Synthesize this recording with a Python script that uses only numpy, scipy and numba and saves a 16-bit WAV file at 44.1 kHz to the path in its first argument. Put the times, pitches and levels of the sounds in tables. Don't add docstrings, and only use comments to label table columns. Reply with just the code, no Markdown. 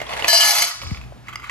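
import sys
import numpy as np
from scipy import signal
from scipy.fft import rfft, irfft
from scipy.io import wavfile
from scipy.ndimage import uniform_filter1d
from numba import njit

SR = 44100
rng = np.random.default_rng(int(sys.argv[2]) if len(sys.argv) > 2 else 0)


def wav_out(sig):
    wavfile.write(sys.argv[1], SR, np.round(np.clip(np.atleast_2d(sig).T, -1, 1) * 32767).astype(np.int16))


def level_to_linear(level):
    exponent = np.asarray(level, float) / 20
    return 10 ** exponent


N = 66150
T = np.arange(N) / SR

# pitch in Hz, level in dB per Hz.
ROOM_TONE = [(15, -54), (25, -26), (118, -12), (264, -17.5), (344, -22), (588, -26.5), (691, -22.5),
             (4870, -39.5), (15000, -52)]
# pitch in Hz, level in dB, width of its wavering in Hz.
HUM = [(60, -52, 18), (120.1, -55.5, 12)]
# time in seconds, gain in dB.
ROOM_GAIN = [(0, 9), (.25, 9.5), (.33, -12), (.72, -10), (.85, 13.5), (1.5, 4.5)]

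# time in seconds, level in dB.
SLIDE_LEVEL = [(0, -31), (.03, -38), (.06, -38), (.12, -30), (.2, -32), (.25, -27), (.29, -40.5)]
# pitch in Hz, level in dB per Hz.
SLIDE_TONE = [(120, -55), (200, -10), (880, 3), (1490, -6), (2020, -2.5), (6420, -15.5), (7970, -20.5),
              (11400, -17.5), (15000, -45)]
# start in seconds, peak in dB, pitch in Hz.
TUB_KNOCKS = [(.003, -19, 2100), (.016, -15, 650), (.030, -28, 1860), (.037, -30, 3220), (.067, -24, 3260),
              (.093, -20, 2530), (.107, -22.5, 910), (.1155, -20, 1150), (.127, -18.5, 2130),
              (.1365, -14, 784), (.160, -27, 1920), (.167, -19.5, 1940), (.194, -14.5, 2120),
              (.2005, -17.5, 2110), (.2232, -13, 2900), (.250, -18.5, 1970), (.262, -25, 2370)]
# start in seconds, peak in dB, pitch in Hz.
EXTRA_KNOCK = (.2445, -6, 2520)
# pitch in Hz, level in dB.
TUB_BODY = [(650, -7.5), (950, -3.5), (2050, 1), (2850, -1.5), (3300, -6.5), (4400, -5.5), (5400, -15),
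            (6700, -33)]

# time in seconds, level in dB.
POUR_LEVEL = [
    (.27, -24.5),
    (.33, -19.5),
    (.45, -15.5),
    (.62, -20.5),
    (.685, -28),
    (.72, -38.5),
    (.76, -44.5),
    (.8, -57),
]
# pitch in Hz, level in dB per Hz.
POUR_TONE = [(180, -70), (300, -60), (704, 4), (2180, -7.5), (2660, -2), (5840, -1), (8520, -2),
             (12800, -10.5), (15100, -39)]
# time in seconds, level in dB.
BARE_SHARE = [(.28, -8.5), (.45, -13.5), (.6, -7.5), (.75, -4)]
# time in seconds, level in dB.
COVERED_SHARE = [(.28, -2.5), (.4, -5), (.55, 1.5), (.7, 1)]
# time in seconds, decay in dB per second.
PILE_DAMPING = [(.28, 15), (.38, 35), (.485, 101), (.53, 438), (.75, 900)]
# start in seconds, peak in dB, pitch the struck spot favours in Hz.
STRIKES = [(0.2807, -7, 1700), (0.2832, -10.5, 667), (0.298, -13.5, 4500), (0.3306, -5, 667),
           (0.3457, -11.5, 4700), (0.354, -12.5, 2830), (.370, -18, 1730), (0.399, -11.5, 1860),
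           (0.406, -5, 2950), (0.417, -15.5, 4800), (0.425, -13, 1722), (0.4433, -9.5, 1722),
           (.459, -19.5, 1710), (0.4747, -9.5, 1700), (0.508, -10.5, 5200), (0.5836, -13, 670),
           (.621, -8.5, 2340)]
EMPTY_HZ = [667, 941, 1722, 2888, 2966, 3077, 4065, 4612, 4846, 5013, 5620, 5803, 5857, 7675]
# level in dB, time to fall 60 dB in seconds, left over right in dB.
EMPTY_RING = [(-4, 0.26, -6), (-4.5, 0.15, -3), (-2, 0.53, -0.5), (-7.5, 1.3, -6), (-10.5, 0.93, 11.5),
              (-2, 0.244, -6.5), (-4.5, 0.58, 16), (-8.5, .7, 15), (5, 0.32, 5), (-11.5, 1.4, 5),
              (-2.5, 1.3, 7), (-24, 0.32, 1), (-8, 1.2, 6), (-3, 0.15, 12.5)]
RIM_HZ = [1274, 2075, 2270, 2450, 4393, 5770, 6390, 6720, 7600, 9970, 11500, 11940, 12470, 13200]
# level in dB, time to fall 60 dB in seconds.
RIM_RING = [(-1.5, 0.049), (1, 0.048), (1, 0.049), (-15.5, 0.22), (3, 0.13), (2, 0.098), (3.5, 0.076),
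            (-8.5, 0.057), (-5.5, 0.11), (1.5, 0.11), (-0.5, 0.085), (-21, 0.11), (-6, 0.08), (-3.5, 0.091)]
# pitch in Hz, width in Hz, depth in dB.
BOWL_GAPS = [(8550, 380, -45), (10750, 230, -45)]

# pitch in Hz, level in dB.
FULL_BODY = [(1150, 0), (1330, -1), (2080, -2), (2550, -7), (3200, -9), (4700, -15), (6300, -19)]
# time in seconds, level in dB.
WASH_LEVEL = [(.62, -36.5), (.7, -31.5), (.8, -35.5), (.9, -40), (.97, -46.5), (1.06, -62.5), (1.1, -75)]
# pitch in Hz, level in dB per Hz.
WASH_TONE = [(400, -27), (1200, 8), (1650, -0.5), (3600, -0.5), (4450, 6.5), (5500, 3.5), (6700, -2),
             (8200, -5), (15000, -29)]
# start in seconds, peak in dB, pitch in Hz.
TICKS = [(.817, -21.5, 2290), (.8215, -25, 2950), (.834, -25.5, 1140), (.867, -25, 2300),
         (.9095, -25, 2190), (.946, -22, 2280), (.973, -25, 2320), (1.0135, -27.5, 2520),
         (1.038, -32, 2470)]

# start in seconds, level in dB, first pitch in Hz, last pitch in Hz,
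# length in seconds.
BUMPS = [
    (0.843, -25.5, 100.7, 80.4, 0.075),
    (0.868, -21.5, 96, 73, 0.022),
    (.914, -15, 294, 68.4, 0.02),
    (0.976, -31.5, 89, 60, 0.052),
    (1.122, -28.5, 794, 590, 0.0036),
    (0.821, -35.5, 610, 550, 0.015),
]

# time in seconds, level in dB.
MUZZLE_LEVEL = [(1.22, -73), (1.27, -44.5), (1.32, -46), (1.4, -54), (1.44, -47.5), (1.5, -35)]
# pitch in Hz, level in dB per Hz.
MUZZLE_TONE = [(400, -50), (850, -14), (1200, 0), (1600, -7), (2100, -3), (3500, -15), (7000, -24),
               (15000, -42)]
# start in seconds, peak in dB, pitch in Hz.
NUDGES = [(1.2825, -23, 2070), (1.288, -25.5, 1240), (1.292, -29, 1306), (1.2945, -30, 2010),
          (1.304, -38, 1940), (1.327, -25, 1240), (1.333, -25, 1240), (1.341, -39, 1380),
          (1.345, -45, 1900), (1.369, -46, 2180), (1.372, -36, 1230), (1.396, -27.5, 1350),
          (1.4205, -29, 2030), (1.429, -30, 1180), (1.4355, -31.5, 2310), (1.441, -24, 1190),
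          (1.4685, -35, 1170), (1.481, -39, 1870), (1.495, -15.5, 1960), (1.498, -27, 1240)]
# start in seconds, peak in dB, pitch in Hz.
EXTRA_NUDGE = (1.331, -29, 3200)
# start in seconds, peak in dB, pitch in Hz.
SNAP = (1.3573, -15.5, 1250)
# pitch in Hz, level in dB.
SNAP_BODY = [(2100, 2.5), (2700, -9), (4800, -4), (5900, -13), (7000, -22), (9800, -19)]

# pitch in Hz, width in Hz, depth in dB.
TREBLE_DIP = (8250, 300, -10)


def evened(x):
    return x / np.sqrt(np.mean(x ** 2) + 1e-20)


def curve(points, off=None):
    s, value = np.transpose(points)
    return np.interp(T, s, value, off, off)


def colour(x, tone):
    f, db = np.transpose(tone)
    hz = np.fft.rfftfreq(N, 1 / SR)
    gain_db = np.interp(np.log(hz + 1), np.log(f + 1), db)
    return irfft(rfft(x) * level_to_linear(gain_db), N)


def dipped(x, dips):
    hz = np.fft.rfftfreq(N, 1 / SR)
    gain_db = sum(db * np.exp(-((hz - f) / width) ** 4) for f, width, db in dips)
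    return irfft(rfft(x) * level_to_linear(gain_db), N)


def add(mix, s, sound):
    part = mix[:, round(s * SR):][:, :sound.shape[1]]
    part += sound[:, :part.shape[1]]


def air():
    left, other = rng.standard_normal((2, N))
    same = 0.85
    right = same * left + np.sqrt(1 - same ** 2) * other
    out = level_to_linear(-55) * evened(colour(np.array([left, right]), ROOM_TONE))
    for hz, db, width in HUM:
        noise = rng.standard_normal(N) + 1j * rng.standard_normal(N)
        slow = signal.lfilter([1], [1, -np.exp(-np.pi * width / SR)], noise)
        waver = slow / abs(slow).mean() + 1.43
        out += level_to_linear(db) * evened((np.exp(2j * np.pi * hz * T) * waver).real)
    return out * level_to_linear(curve(ROOM_GAIN))


def grains(level_db, tone, per_s, spread_db, cycles, wide_db, count=28):
    size = level_to_linear(spread_db * np.minimum(rng.exponential(1, N), 4))
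    size = size * (rng.random(N) < per_s / SR) * rng.choice([-1., 1.], N)
    kind = rng.integers(0, count, N)
    t = np.arange(1024) / SR
    out = np.zeros((2, N))
    for k, hz in enumerate(np.geomspace(300, 14500, count)):
        clack = np.sin(2 * np.pi * hz * t) * np.exp(-t * hz / cycles)
        clack[:2] += [.5, -.5]
        clack = clack * np.sqrt(hz) / np.linalg.norm(clack)
        line = signal.oaconvolve(size * (kind == k), clack)[:N]
        side, lag = rng.uniform(-1, 1, 2)
        left = line * level_to_linear(wide_db * side)
        right = np.roll(line, int(6 * lag)) * level_to_linear(-wide_db * side)
        out += [left, right]
    clumps = uniform_filter1d(rng.standard_normal(N), size=500)
    clumps = evened(uniform_filter1d(clumps, size=500))
    return evened(colour(out, tone)) * level_to_linear(level_db + 2 * clumps)


def taps(events, body, own_db, t60, pan_db, burst_s, low_hz, rise_s):
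    out = np.zeros((2, N))
    t = np.arange(2048) / SR
    high_pass = signal.butter(2, low_hz, "high", fs=SR, output="sos")
    luck = rng.standard_normal((len(events), len(body) + 512))
    for (s, db, hz), chance in zip(events, luck):
        x = level_to_linear(own_db) * np.sin(2 * np.pi * hz * t)
        for (f, level), q in zip(body, chance):
            x = x + level_to_linear(level + 2 * q) * np.sin(2 * np.pi * f * (1 + q / 50) * t)
        scrape = uniform_filter1d(np.resize(chance, 2048), size=9) * np.exp(-t / burst_s)
        x = x * level_to_linear(-60 * t / t60) + 1.5 * scrape
        x = signal.sosfilt(high_pass, x * np.minimum(t / rise_s, 1))
        add(out, s, level_to_linear(db) / abs(x).max() * x * level_to_linear([[pan_db / 2], [-pan_db / 2]]))
    return out


def tub():
    slide = grains(curve(SLIDE_LEVEL, -200), SLIDE_TONE, 6000, 1.2, 3.1, 8.9)
    return slide + taps([*TUB_KNOCKS, EXTRA_KNOCK], TUB_BODY, 6, 0.018, -5.5, 0.0066, 260, 0.00028)


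@njit
def ring(drive, kick, pole, keep):
    out, z = np.zeros(len(drive), np.complex128), 1e-9 + 0j
    for i in range(len(drive)):
        z = z * pole * keep[i] + drive[i]
        if kick[i] > 0:
            z *= np.sqrt(1 + (kick[i] / (abs(z) + 1e-30)) ** 2)
        out[i] = z
    return out


def steel(modes, level_db, share_db, pile_share, per_s, spread_db):
    hit_db = spread_db * np.minimum(rng.exponential(1, N), 3) + curve(POUR_LEVEL, -200) + share_db - 11
    hits = level_to_linear(hit_db) * (rng.random(N) < per_s / SR)
    hard = np.zeros(N)
    favoured_hz = np.ones(N)
    for s, db, hz in STRIKES:
        i = round(s * SR)
        favoured_hz[i] = hz
        hard[i] = level_to_linear(db + np.interp(s, T, share_db))
    out = np.zeros((2, N))
    for hz, db, t60, pan_db in modes:
        pile_decay = pile_share * curve(PILE_DAMPING) * (0.59 + hz / 4000 + (700 / hz) ** 2)
        keep = level_to_linear(-(60 / t60 + pile_decay) / SR)
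        favour = 0.7 + 1.35 * np.exp(-(8 * np.log(hz / favoured_hz)) ** 2)
        kick = hard * rng.uniform(0.35, 1, N) * favour
        z = ring(hits * rng.standard_normal(N), kick, np.exp(2j * np.pi * hz / SR), keep)
        blur_hz = 0.0022 * hz
        z = z * np.exp(1j * np.cumsum(rng.standard_normal(N)) * np.sqrt(2 * np.pi * blur_hz / SR))
        lead = np.exp(1j * rng.standard_normal() / 5)
        left = (z * lead).imag * level_to_linear(pan_db / 2)
        right = (z / lead).imag / level_to_linear(pan_db / 2)
        out += level_to_linear(db + level_db) * np.array([left, right])
    return out


def bowl():
    empty = [(hz, *row) for hz, row in zip(EMPTY_HZ, EMPTY_RING)]
    rim = []
    for hz, (db, t60) in zip(RIM_HZ, RIM_RING):
        rim += [(hz, db, t60, 3), (hz * 1.019, db, t60, -3)]
    bare, covered = curve(BARE_SHARE), curve(COVERED_SHARE)
    ringing = steel(empty, -1, bare, 1.0, per_s=420, spread_db=3.0)
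    ringing += steel(rim, -11, covered, 0.51, per_s=790, spread_db=3.5)
    hard_hits = [(s, db - 10, 2300) for s, db, _ in STRIKES]
    cracks = taps(hard_hits, FULL_BODY, 0, 0.01, 0, 0.0033, 950, 0.00032)
    clatter = grains(curve(POUR_LEVEL, -200) + covered - 2.5, POUR_TONE, 14000, 1.5, 16, 3)
    return dipped(ringing + cracks + clatter, BOWL_GAPS)


def wash_and_ticks():
    wash = grains(curve(WASH_LEVEL, -200), WASH_TONE, 30000, .8, 14, 2)
    return wash + taps(TICKS, FULL_BODY, 6.9, .016, -2, 0.0074, 760, 0.00025)


def hand():
    out = np.zeros((2, N))
    for s, db, start_hz, end_hz, length in BUMPS:
        u = np.arange(0, 2 * length, 1 / SR) / length
        hz = end_hz + (start_hz - end_hz) * np.exp(-3.2 * u)
        swell = 7.4 * u ** 1.1 * np.exp(-3.1 * u)
        bump = level_to_linear(db) * swell * -np.sin(2 * np.pi * np.cumsum(hz) / SR)
        add(out, s, bump * level_to_linear([[1.6], [-1.6]]))
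    scuff_s, scuff_length_s, scuff_db = .816, .03, -46
    u = np.arange(0, 1, 1 / SR / scuff_length_s)
    hiss = np.diff(rng.standard_normal((2, len(u) + 1)))
    add(out, scuff_s, level_to_linear(scuff_db) * np.sin(np.pi * u ** 1.5) * hiss)
    return out


def muzzle():
    stir = grains(curve(MUZZLE_LEVEL, -200), MUZZLE_TONE, 9000, 1.5, 6, 2)
    nudges = taps([*NUDGES, EXTRA_NUDGE], FULL_BODY, 4, 0.031, -3, 0.0098, 980, 0.0015)
    return stir + nudges + taps([SNAP], SNAP_BODY, 2.3, 0.02, -1, 0.0025, 1170, .0001)


def room(x):
    level_db, t60_s = -10.5, 0.37
    t = np.arange(SR // 2) / SR
    tail = signal.lfilter([1], [1, -.5], rng.standard_normal((2, len(t))))
    tail = tail * level_to_linear(-60 * t / t60_s) * (t > .003)
    return level_to_linear(level_db) * signal.fftconvolve(x, tail / np.linalg.norm(tail[0]), axes=1)[:, :N]


def scene():
    near = tub() + bowl() + wash_and_ticks() + muzzle()
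    return near + room(near) + hand() + air()


def low_pass(x):
    return signal.sosfilt(signal.butter(12, 15280, fs=SR, output="sos"), x)


def record(dry):
    hz = np.fft.rfftfreq(N, 1 / SR)
    treble_cut = 1 / (1 + (hz / 13900) ** 110)
    bass_cut = 1 / (1 + (42 / (hz + 1)) ** 4)
    turn = np.exp(.5j * 1.3 * np.array([[1], [-1]]))
    x = irfft(rfft(dipped(dry, [TREBLE_DIP])) * treble_cut * bass_cut * turn, N)
    mix = np.tanh(x / 2) * 2
    return low_pass(mix)


dry = scene()
out = record(dry)
wav_out(out)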